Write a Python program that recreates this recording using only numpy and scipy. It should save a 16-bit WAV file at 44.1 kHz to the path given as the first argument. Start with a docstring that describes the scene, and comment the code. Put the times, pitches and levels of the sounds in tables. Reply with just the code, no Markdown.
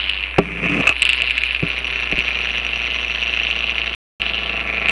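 """On a hard countertop, close to a small microphone, a metal gyroscope drum spins.
Its loose bearing strikes once a turn and rings the shell; the rolling balls whir and sizzle above the rattle.
A hand rubs the wheel along the counter to speed it up, with thuds and clacks, then stands the drum on its rim.
The counter answers through its damped modes. Mains hum and hiss lie underneath, loud peaks overload,
and the sound cuts out once for a quarter second."""
import sys
import numpy as np
from scipy import signal
from scipy.io import wavfile
from scipy.ndimage import uniform_filter1d

SR = 44100
rng = np.random.default_rng(int(sys.argv[2]) if len(sys.argv) > 2 else 0)


def waveform_to_disk(signal):
    """Save audio, clipped to [-1, 1], as 16-bit WAV at the path in sys.argv[1]."""
    frames = np.transpose(np.atleast_2d(signal))
    scaled = np.clip(frames, -1, 1) * 32767
    samples = np.round(scaled).astype(np.int16)
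    wavfile.write(sys.argv[1], SR, samples)


N = 216518
TIME = np.arange(N) / SR  # s

# speed of the rotor: time_s, speed_turns_per_s
ROTOR_SPEED = [(0, 97), (.56, 95.8), (.64, 105), (.72, 119), (.8, 129), (1.1, 125.9), (1.85, 123.4),
               (2.3, 120), (3.1, 117.1), (3.85, 114), (4.9, 111.6)]
# hardest knocks of the axle in its bearing: start_s, relative_peak_db, shell_pitch_hz
HARD_KNOCKS = [(.0965, -1.4, 2980), (.3848, -4.4, 2650), (.8706, -4.3, 2660), (.8928, .9, 2510),
               (.9655, -7.5, 2600), (1.0208, 6.8, 2720), (1.0286, .2, 2720), (1.0525, -.4, 2830),
               (1.0923, -.3, 2850), (1.1, -1.4, 2740), (1.1322, -.1, 2680), (1.22, -.4, 2710),
               (1.3082, -1.4, 2590), (1.3802, -1.5, 2550), (1.4361, -1.6, 2460), (1.5085, -6, 2610),
               (1.5486, -3.5, 2600), (1.7025, -6.5, 2570), (2.124, -4.5, 2480), (2.1898, -2.5, 2630),
               (2.2061, -4.5, 2530), (2.2814, -5.5, 2630), (3.3991, -5.3, 2710), (3.469, -5.2, 2690),
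               (3.5115, -4.2, 2830), (3.6952, -4.3, 2630), (3.7821, -3.6, 2710), (3.8169, -5, 2770),
               (4.2175, -2.6, 2780), (4.297, -6.8, 2730), (4.8583, -3.4, 2500), (4.8854, -2.3, 2500),
               (4.8948, -1.3, 2650)]
# spectrum of the balls whirring in their race: frequency_hz, relative_level_db
WHIR_SPECTRUM = [(3000, -32.5), (5200, -13), (5550, 4.5), (5720, 13), (5900, 2), (6250, 4), (6700, -16),
                 (8500, -40.5), (10200, -15), (12000, -55)]
# how hard the bearing rattles: time_s, level_db
RATTLE_LEVEL = [(0, -22), (.33, -27.5), (.46, -31), (.57, -28), (.66, -21.5), (.87, -20), (.97, -29),
                (1.04, -19), (1.58, -25), (2.3, -22), (3.05, -23), (3.42, -21.5), (3.92, -24.5),
                (4.68, -24), (4.9, -21)]
# ring of the shell, which shifts with the way the drum is held and leans: time_s, pitch_hz
SHELL_RING = [(0, 3000), (.46, 2380), (.8, 2575), (1.05, 2740), (1.25, 2670), (2.1, 2644), (3.1, 2786),
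              (4.47, 2900), (4.66, 2426), (4.9, 2450)]
# lean of the axle away from level: time_s, lean_degrees
AXLE_LEAN = [(0, 58), (.55, 63), (1, 36), (1.55, 44), (1.85, 3.5), (3.45, -0.5), (3.9, 27), (4.55, 39),
             (4.9, 41)]

CRUISE_SPEED = 120  # turns per second, the reference speed for the whir and the sizzle
CAGE_RATIO = .226  # rounds of the ball cage per turn of the rotor

# the hand closes on the drum to speed it up, then lets go
GRIP_START_S, GRIP_CLOSE_S = 0.15, 0.45  # start and length of the closing
GRIP_END_S, GRIP_OPEN_S = 1, 0.26  # end and length of the opening
GRIP_DB = -14  # full muffling of the treble


def amp(db):
    """Logarithmic level law: turns decibels into an amplitude ratio."""
    return 10 ** (np.asarray(db) / 20)


def evened(x):
    """Power normalization: scales a signal to an rms of one."""
    return x / np.sqrt(np.mean(x ** 2) + 1e-20)


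def steady(x, size=5000):
    """Automatic normalization: evens the running rms over size samples and keeps the faster grain."""
    return x / np.sqrt(abs(uniform_filter1d(x ** 2, size)) + 1e-12)


def curve(rows):
    """Linear interpolation: joins the points of a table by straight lines in time."""
    return np.interp(TIME, *np.transpose(rows))


def ramp(start_s, length_s):
    """Linear onset: rises from zero to one over a given length."""
    return np.clip((TIME - start_s) / length_s, 0, 1)


def wander(size):
    """Low-passed noise: a random drift of rms one that changes over about size samples."""
    smooth = uniform_filter1d(rng.standard_normal(N), size)
    return evened(uniform_filter1d(smooth, size))


def add(mix, s, sound):
    """Superposition: adds a sound into the mix, in place, from a time in seconds."""
    part = mix[max(round(s * SR), 0):][:len(sound)]
    part += sound[:len(part)]


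def colour(x, points, size=2048):
    """Minimum-phase filtering: gives a signal a spectrum without sounding ahead of it."""
    hz, db = np.transpose(points)
    bin_hz = abs(np.fft.fftfreq(size, 1 / SR))
    bin_db = np.interp(np.log(bin_hz + 1), np.log(hz), db)
    # the phase is the Hilbert transform of the log gain
    log_spectrum = signal.hilbert(np.log(amp(bin_db))).conj()
    taps = np.fft.ifft(np.exp(log_spectrum)).real
    return signal.oaconvolve(x, taps[:size // 2])[:len(x)]


def resonate(x, hz, width_hz):
    """Damped resonance: shifts the signal down by a pitch or pitch curve, smooths it and shifts it back."""
    turn = np.exp(2j * np.pi * np.cumsum(hz * np.ones(len(x))) / SR)
    decay = np.exp(-np.pi * width_hz / SR)
    envelope = signal.lfilter([1 - decay], [1, -decay], x / turn + 1e-18)
    return 2 * (turn * envelope).real


def turns():
    """Rotational kinematics: the angle of the rotor in turns is the integral of its speed."""
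    return np.cumsum(curve(ROTOR_SPEED)) / SR


def cage():
    """Epicyclic motion: swings between -1 and 1 as the slower ball cage goes round."""
    return np.cos(2 * np.pi * CAGE_RATIO * turns())


def free_turns(knocked):
    """Impact timing: samples at which a turn starts, without the turns whose strike is a knock."""
    at = np.flatnonzero(np.diff(np.floor(turns())))
    nearest_knock_s = abs(at[:, None] / SR - np.array(knocked)[:, 0]).min(axis=1)
    half_turn_s = .5 / curve(ROTOR_SPEED)[at]
    return at[nearest_knock_s > half_turn_s]


def strikes(knocked, jitter_s=.0006, force_db=4, cage_db=3):
    """Imbalance excitation: the rotor strikes its bearing once a turn, with a force that follows the cage."""
    at = free_turns(knocked)
    late, force = np.clip(rng.standard_normal((N, 2))[at], -2, 1.1).T
    shifted = at + (late * jitter_s * SR).astype(int)
    hits = np.zeros(N)
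    hits[np.clip(shifted, 0, N - 1)] = amp(force_db * force)
    signs = rng.choice([-1, 1], N)
    return evened(hits * signs * amp(cage_db * cage()))


def chatter(per_s=1500, bunching=4.9, between=0.31):
    """Modulated shot noise: tiny impacts of the loose balls, bunched round each strike."""
    phase = 2 * np.pi * (turns() - .08)  # densest force a little after the turn starts
    swing = between + np.exp(bunching * (np.cos(phase) - 1))
    impacts = rng.uniform(-0.66, 1, N) * (rng.random(N) < per_s / SR)
    return evened(swing * impacts)


def shell(x, hz, width_hz=520):
    """Heavily damped resonance: the metal shell rings for a few cycles after each impact."""
    # spectrum of one tick in the bearing: frequency_hz, relative_level_db
    tick_spectrum = [(60, -38), (300, -36), (1000, -1.5), (1600, -1), (2150, 0), (2700, 0.5), (3300, -6),
                     (4000, -2.5), (4900, -12.5), (6200, -32), (7500, -31.5), (10000, -29.5), (12000, -41)]
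    return resonate(colour(x, tick_spectrum), hz, width_hz)


def released():
    """Removal of damping: rises from zero to one as the hand lets go."""
    return ramp(GRIP_END_S - GRIP_OPEN_S, GRIP_OPEN_S)


def grip():
    """Contact damping: how firmly the hand holds the drum, 0 to 1."""
    return ramp(GRIP_START_S, GRIP_CLOSE_S) * (1 - released())


def treble_db(free_db=-6.5, jolt_db=6.5, jolt_fade_s=0.94):
    """Damping and excitation: the grip muffles the treble; the jolt of letting go sharpens it for a while."""
    jolt = released() * np.exp(-abs(TIME - GRIP_END_S) / jolt_fade_s)
    return free_db + GRIP_DB * grip() + jolt_db * jolt


def sharpen(x, split_hz=3250):
    """Shelving filter: raises or lowers the treble of the rattle over time."""
    high_pass = signal.butter(5, split_hz, "high", fs=SR, output="sos")
    treble = signal.sosfiltfilt(high_pass, x)
    return x + treble * (amp(treble_db()) - 1)


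def whir_db(level_db=-50, db_per_degree=-0.2515, db_per_speed=-0.29, held_db=-9.5):
    """Rolling contact: the whir grows as the axle nears level, the rotor slows or the hand lets go."""
    over_cruise = curve(ROTOR_SPEED) - CRUISE_SPEED
    running_db = level_db + db_per_degree * curve(AXLE_LEAN) + db_per_speed * over_cruise
    return running_db + held_db * (1 - released())


def sizzle(force, flutter_db=8.5, cruise_db=-61.5, db_per_speed=1.05):
    """Sliding friction: the balls hiss finely with each strike, weaker as the rotor slows or is gripped."""
    # spectrum of the sliding balls: frequency_hz, relative_level_db
    sizzle_spectrum = [(5000, -37), (8500, -12.5), (9700, 3), (10600, 1.5), (11200, -16.5), (12000, -6.5)]
    friction = force * amp(flutter_db * wander(600)) * rng.standard_normal(N)
    level_db = cruise_db + db_per_speed * (curve(ROTOR_SPEED) - CRUISE_SPEED) + GRIP_DB * grip()
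    return steady(colour(friction, sizzle_spectrum)) * amp(level_db)


def bearing(hard, fine, fine_db=13.0, contact_width_hz=1100, scatter_hz=90, flutter_db=3.5):
    """Impact excitation: strikes and ball impacts rattle the shell, and a thin whir flutters with them."""
    # every contact rings at a slightly different pitch
    hz = curve(SHELL_RING) + scatter_hz * wander(200)
    # a strike presses longer, so it swells and is purer
    rounded = evened(shell(resonate(hard, hz, contact_width_hz), hz))
    ticks = amp(fine_db) * evened(shell(fine, hz))
    rattle = steady(sharpen(rounded + ticks))
    force = np.sqrt(abs(uniform_filter1d(rattle ** 2, size=50)))
    # the narrow play of the bearing bounds the size of ordinary ticks
    rattle = rattle / (1 + (force / 3.4) ** 4) ** (1 / 4)
    rolling = force * amp(flutter_db * wander(700)) * rng.standard_normal(N)
    whir = steady(colour(rolling, WHIR_SPECTRUM))
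    return rattle * amp(curve(RATTLE_LEVEL)) + whir * amp(whir_db()) + sizzle(force)


def room(x, wet_db=-10.5, t60=0.052, size=8000):
    """Early reflection: adds faint, short echoes from the things on the counter."""
    t = np.arange(size) / SR
    echoes = rng.choice([-1, 1], size) * (rng.random(size) < 2000 / SR)  # about 2000 per second
    taps = echoes * amp(-60 * t / t60) * (t > .002)
    return x + amp(wet_db) * signal.oaconvolve(x, taps / np.linalg.norm(taps))[:N]


def counter_ring(size=9000):
    """Modal superposition: the impulse response of the counter to one sharp tap."""
    # modes of the counter: frequency_hz, relative_level_db, t60_s
    counter_modes = [(101.6, -11, 0.094), (169.5, 1, 0.09), (215.2, -1.5, 0.066), (287.5, -1.5, 0.12),
                     (397.2, -2.5, 0.13), (437, -4.5, 0.096), (497, 4, 0.033), (617, -3.5, 0.1),
                     (672, 0.5, 0.081), (804.6, 2, 0.035), (948, 0, 0.018), (1149, 0.5, 0.084),
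                     (1340, 5, 0.05), (1756, 2.5, 0.015), (2166, 8.5, 0.025), (2597, 17.5, 0.046)]
    t = np.arange(size) / SR
    ring = np.zeros(size)
    for k, (hz, db, t60) in enumerate(counter_modes):
        ring += (-1) ** k * amp(db - 60 * t / t60) * np.sin(2 * np.pi * hz * t)
    return ring


def soften(x, hz):
    """Contact time: a soft contact passes little above hz."""
    return signal.sosfilt(signal.butter(2, min(hz, SR / 3), fs=SR, output="sos"), x)


def race(count=14, wobble=2.25):
    """Fourier series: the uneven race repeats every turn, a faint chord of overtones split by the cage."""
    angle = 2 * np.pi * turns()
    overtones = sum(np.cos(k * angle + rng.uniform(0, 2 * np.pi)) for k in range(1, count))
    return evened(overtones * (1 + wobble * cage()))


def contact_db(held_db=-21, standing_db=-13, edge_db=6.5, edge_degrees=41.5):
    """Mechanical coupling: the standing drum gives the counter more rattle, and still more as it leans."""
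    standing = ramp(1.6, 0.027)  # the set-down: start and length in s
    leaning_db = edge_db * (curve(AXLE_LEAN) / edge_degrees) ** 2
    return held_db * (1 - standing) + standing * (standing_db + leaning_db)


def rumble(hits, level_db=-3., rim_hz=1300, roll=0.93):
    """Structure-borne sound: rattle, rolling and the race's chord pass through the rim into the counter."""
    drive = evened(hits) + roll * rng.standard_normal(N)
    grain, chord = (steady(soften(signal.oaconvolve(x, counter_ring())[:N], rim_hz))
                    for x in (drive, race()))
    return (.5 * grain + chord) * amp(curve(RATTLE_LEVEL) + contact_db() + level_db)


def background(hum_db=-36.0, hiss_db=-42.0, hum_hz=60):
    """Stationary noise floor: a sine of mains hum and soft coloured hiss."""
    # spectrum of the hiss: frequency_hz, relative_level_db_per_hz
    hiss_spectrum = [(15, -21), (40, -10.5), (90, -15), (300, -2), (1000, -3.5), (3000, -8), (6000, -43.5),
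                     (10000, -24.5), (12000, -70.5)]
    hum = evened(np.sin(2 * np.pi * hum_hz * TIME))
    hiss = evened(colour(rng.standard_normal(N), hiss_spectrum))
    return amp(hum_db) * hum + amp(hiss_db) * hiss


def slack_knocks(slack_chance=.55, over_db=14, spread_db=0.1, spread_hz=24):
    """Random impacts: lighter knocks on turns when the cage leaves the axle slack, rarer under the grip.

    Rows are start_s, relative_peak_db, shell_pitch_hz; the peaks follow the strength of the rattle."""
    at = free_turns(HARD_KNOCKS)
    chance = rng.random(len(at))
    force, pitch = rng.standard_normal((len(at), 2)).T
    db = curve(RATTLE_LEVEL)[at] + over_db + spread_db * force
    hz = curve(SHELL_RING)[at] + spread_hz * pitch
    slack = (cage() * (1 - grip()))[at]
    return np.transpose([at / SR, db, hz])[chance < slack_chance * slack]


def knocks(knocked, level_db=0.65, contact_width_hz=1300, size=700):
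    """Cascaded resonance: each hard knock swells for a cycle or two and quickly dies."""
    out = np.zeros(N)
    signs = rng.choice([-1, 1], N)
    for (s, db, hz), sign in zip(knocked, signs):
        ring = resonate(shell(signal.unit_impulse(size), hz), hz, contact_width_hz)
        add(out, s, amp(db + level_db) * sign * ring / abs(ring).max())
    return out


def contact(x, hz, bass_share=.32):
    """Contact bandwidth: a soft contact passes little treble; a hard one is too brief to pass bass."""
    high_pass = signal.butter(2, bass_share * hz, "high", fs=SR, output="sos")
    return signal.sosfilt(high_pass, soften(x, hz))


def bumps(size=9000, push_cycles=0.89):
    """Impulse response: soft contacts thud and push the slab down; hard ones clack."""
    # bumps of the drum on the counter; each ring dies away within damping_s (fall to 1/e): start_s, peak_db,
    # contact_hardness_hz, damping_s, push_peak_db, push_hz
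    drum_bumps = [(0.3826, -1, 760, 0.011, -6, 144), (0.3877, -2, 520, 0.2, 2, 430),
                  (0.8705, 1, 2400, 0.0016, -42, 121), (0.872, -16, 2400, 0.0059, -34.5, 120.5),
                  (.892, -0.5, 1680, 0.0024, -29, 120), (1.625, -7.5, 200, 0.068, -19, 138),
                  (1.633, -22, 280, .08, -16, 299), (2.122, -14.5, 454, 0.049, -25.5, 40),
                  (2.176, -20, 330, .06, -37, 48.3)]
    out, t = np.zeros(N), np.arange(size) / SR
    for s, db, hz, damping_s, push_db, push_hz in drum_bumps:
        thud = contact(counter_ring(size=size) * np.exp(-t / damping_s), hz)
        damped_push = np.sin(2 * np.pi * push_hz * t) * np.exp(-push_hz * t / push_cycles)
        sway = contact(damped_push, push_hz)
        add(out, s, amp(db) * thud / abs(thud).max() + amp(push_db) * sway / abs(sway).max())
    return out


def push(start_s, length_s, level_db, swell_db, attack_s=0.0056, release_s=0.012):
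    """Normal force: the wheel's pressure on the counter sets in, swells and decays exponentially."""
    release = np.exp(-np.maximum(TIME - start_s - length_s, 0) / release_s)
    # the swell runs from -3 to -2 times swell_db about level_db
    swell = amp(level_db + swell_db * (ramp(start_s, length_s) - 3))
    return ramp(start_s, attack_s) * swell * release


def rubbing(leak=0.018, scuff_db=-11.5, catch_db=2.5, ring_db=-7, ring_width_hz=260, balls_db=-37):
    """Stick-slip friction: the wheel catches; the slab growls, the shell sings, the loaded balls whir."""
    # pushes of the wheel along the counter, the last ones scrapes as it leaves the hand:
    # start_s, length_s, relative_level_db, swell_db, growl_hz
    wheel_rubs = [(0.411, 0.26, -27.5, 2, 290), (0.622, 0.041, -18, 3.5, 380),
                  (0.688, 0.12, -12.5, 3.5, 300), (0.83, .03, -26.5, 0, 1000),
                  (0.87, 0.0064, -19.5, -3.5, 2370), (0.889, 0.0074, -16, 0, 1830),
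                  (1.193, 0.042, -31.5, 2, 888)]
    # dry hiss of the rubbed wheel: frequency_hz, relative_level_db
    scuff_spectrum = [(500, -32), (1250, 13), (1700, -16), (2500, 6), (3600, -12.5), (5200, -13),
                      (6000, -16), (7000, -20.5), (9300, -20.5), (12000, -40.5)]
    friction = rng.standard_normal(N) * amp(catch_db * np.clip(wander(250), -2, 2))
    slab = signal.oaconvolve(friction, counter_ring())[:N]
    hz = curve(SHELL_RING)
    ring = steady(shell(resonate(friction, hz, ring_width_hz), hz))
    scuff = steady(colour(friction, scuff_spectrum))
    whir = steady(colour(friction, WHIR_SPECTRUM))
    metal = amp(scuff_db) * scuff + amp(ring_db) * ring + amp(balls_db) * whir
    out = np.zeros(N)
    for s, length_s, db, swell_db, growl_hz in wheel_rubs:
        growl = steady(contact(slab, growl_hz) + leak * slab, size=2000)
        out += (growl + metal) * push(s, length_s, db, swell_db)
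    return out


def scene(press=1.6):
    """Superposition of sources: the drum, its counter and the noise floor."""
    knocked = np.vstack([HARD_KNOCKS, slack_knocks()])
    hard, fine, loud = strikes(knocked), chatter(), knocks(knocked)
    # a knock pins the axle and quietens the rattle
    free = 1 / (1 + abs(press * uniform_filter1d(abs(loud), size=60)))
    drum = room(free * bearing(hard, fine) + loud)
    return (drum + rumble(hard + fine) + rubbing() + bumps() + background())[None]


def record(dry, ceiling=.75, knee=14, edge_hz=11700):
    """Saturation and band limiting: rounds off loud peaks, drops out once and removes the top treble."""
    # the dropout: start_s, end_s
    dropout = (3.949, 4.1985)
    loud = dry / (1 + abs(dry / ceiling) ** knee) ** (1 / knee)
    live = (TIME < dropout[0]) | (TIME > dropout[1])
    low_pass = signal.firwin(255, edge_hz, window=("kaiser", 9), fs=SR)
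    return signal.oaconvolve(loud * live, low_pass[None], "same")


dry = scene()
out = record(dry)
waveform_to_disk(out)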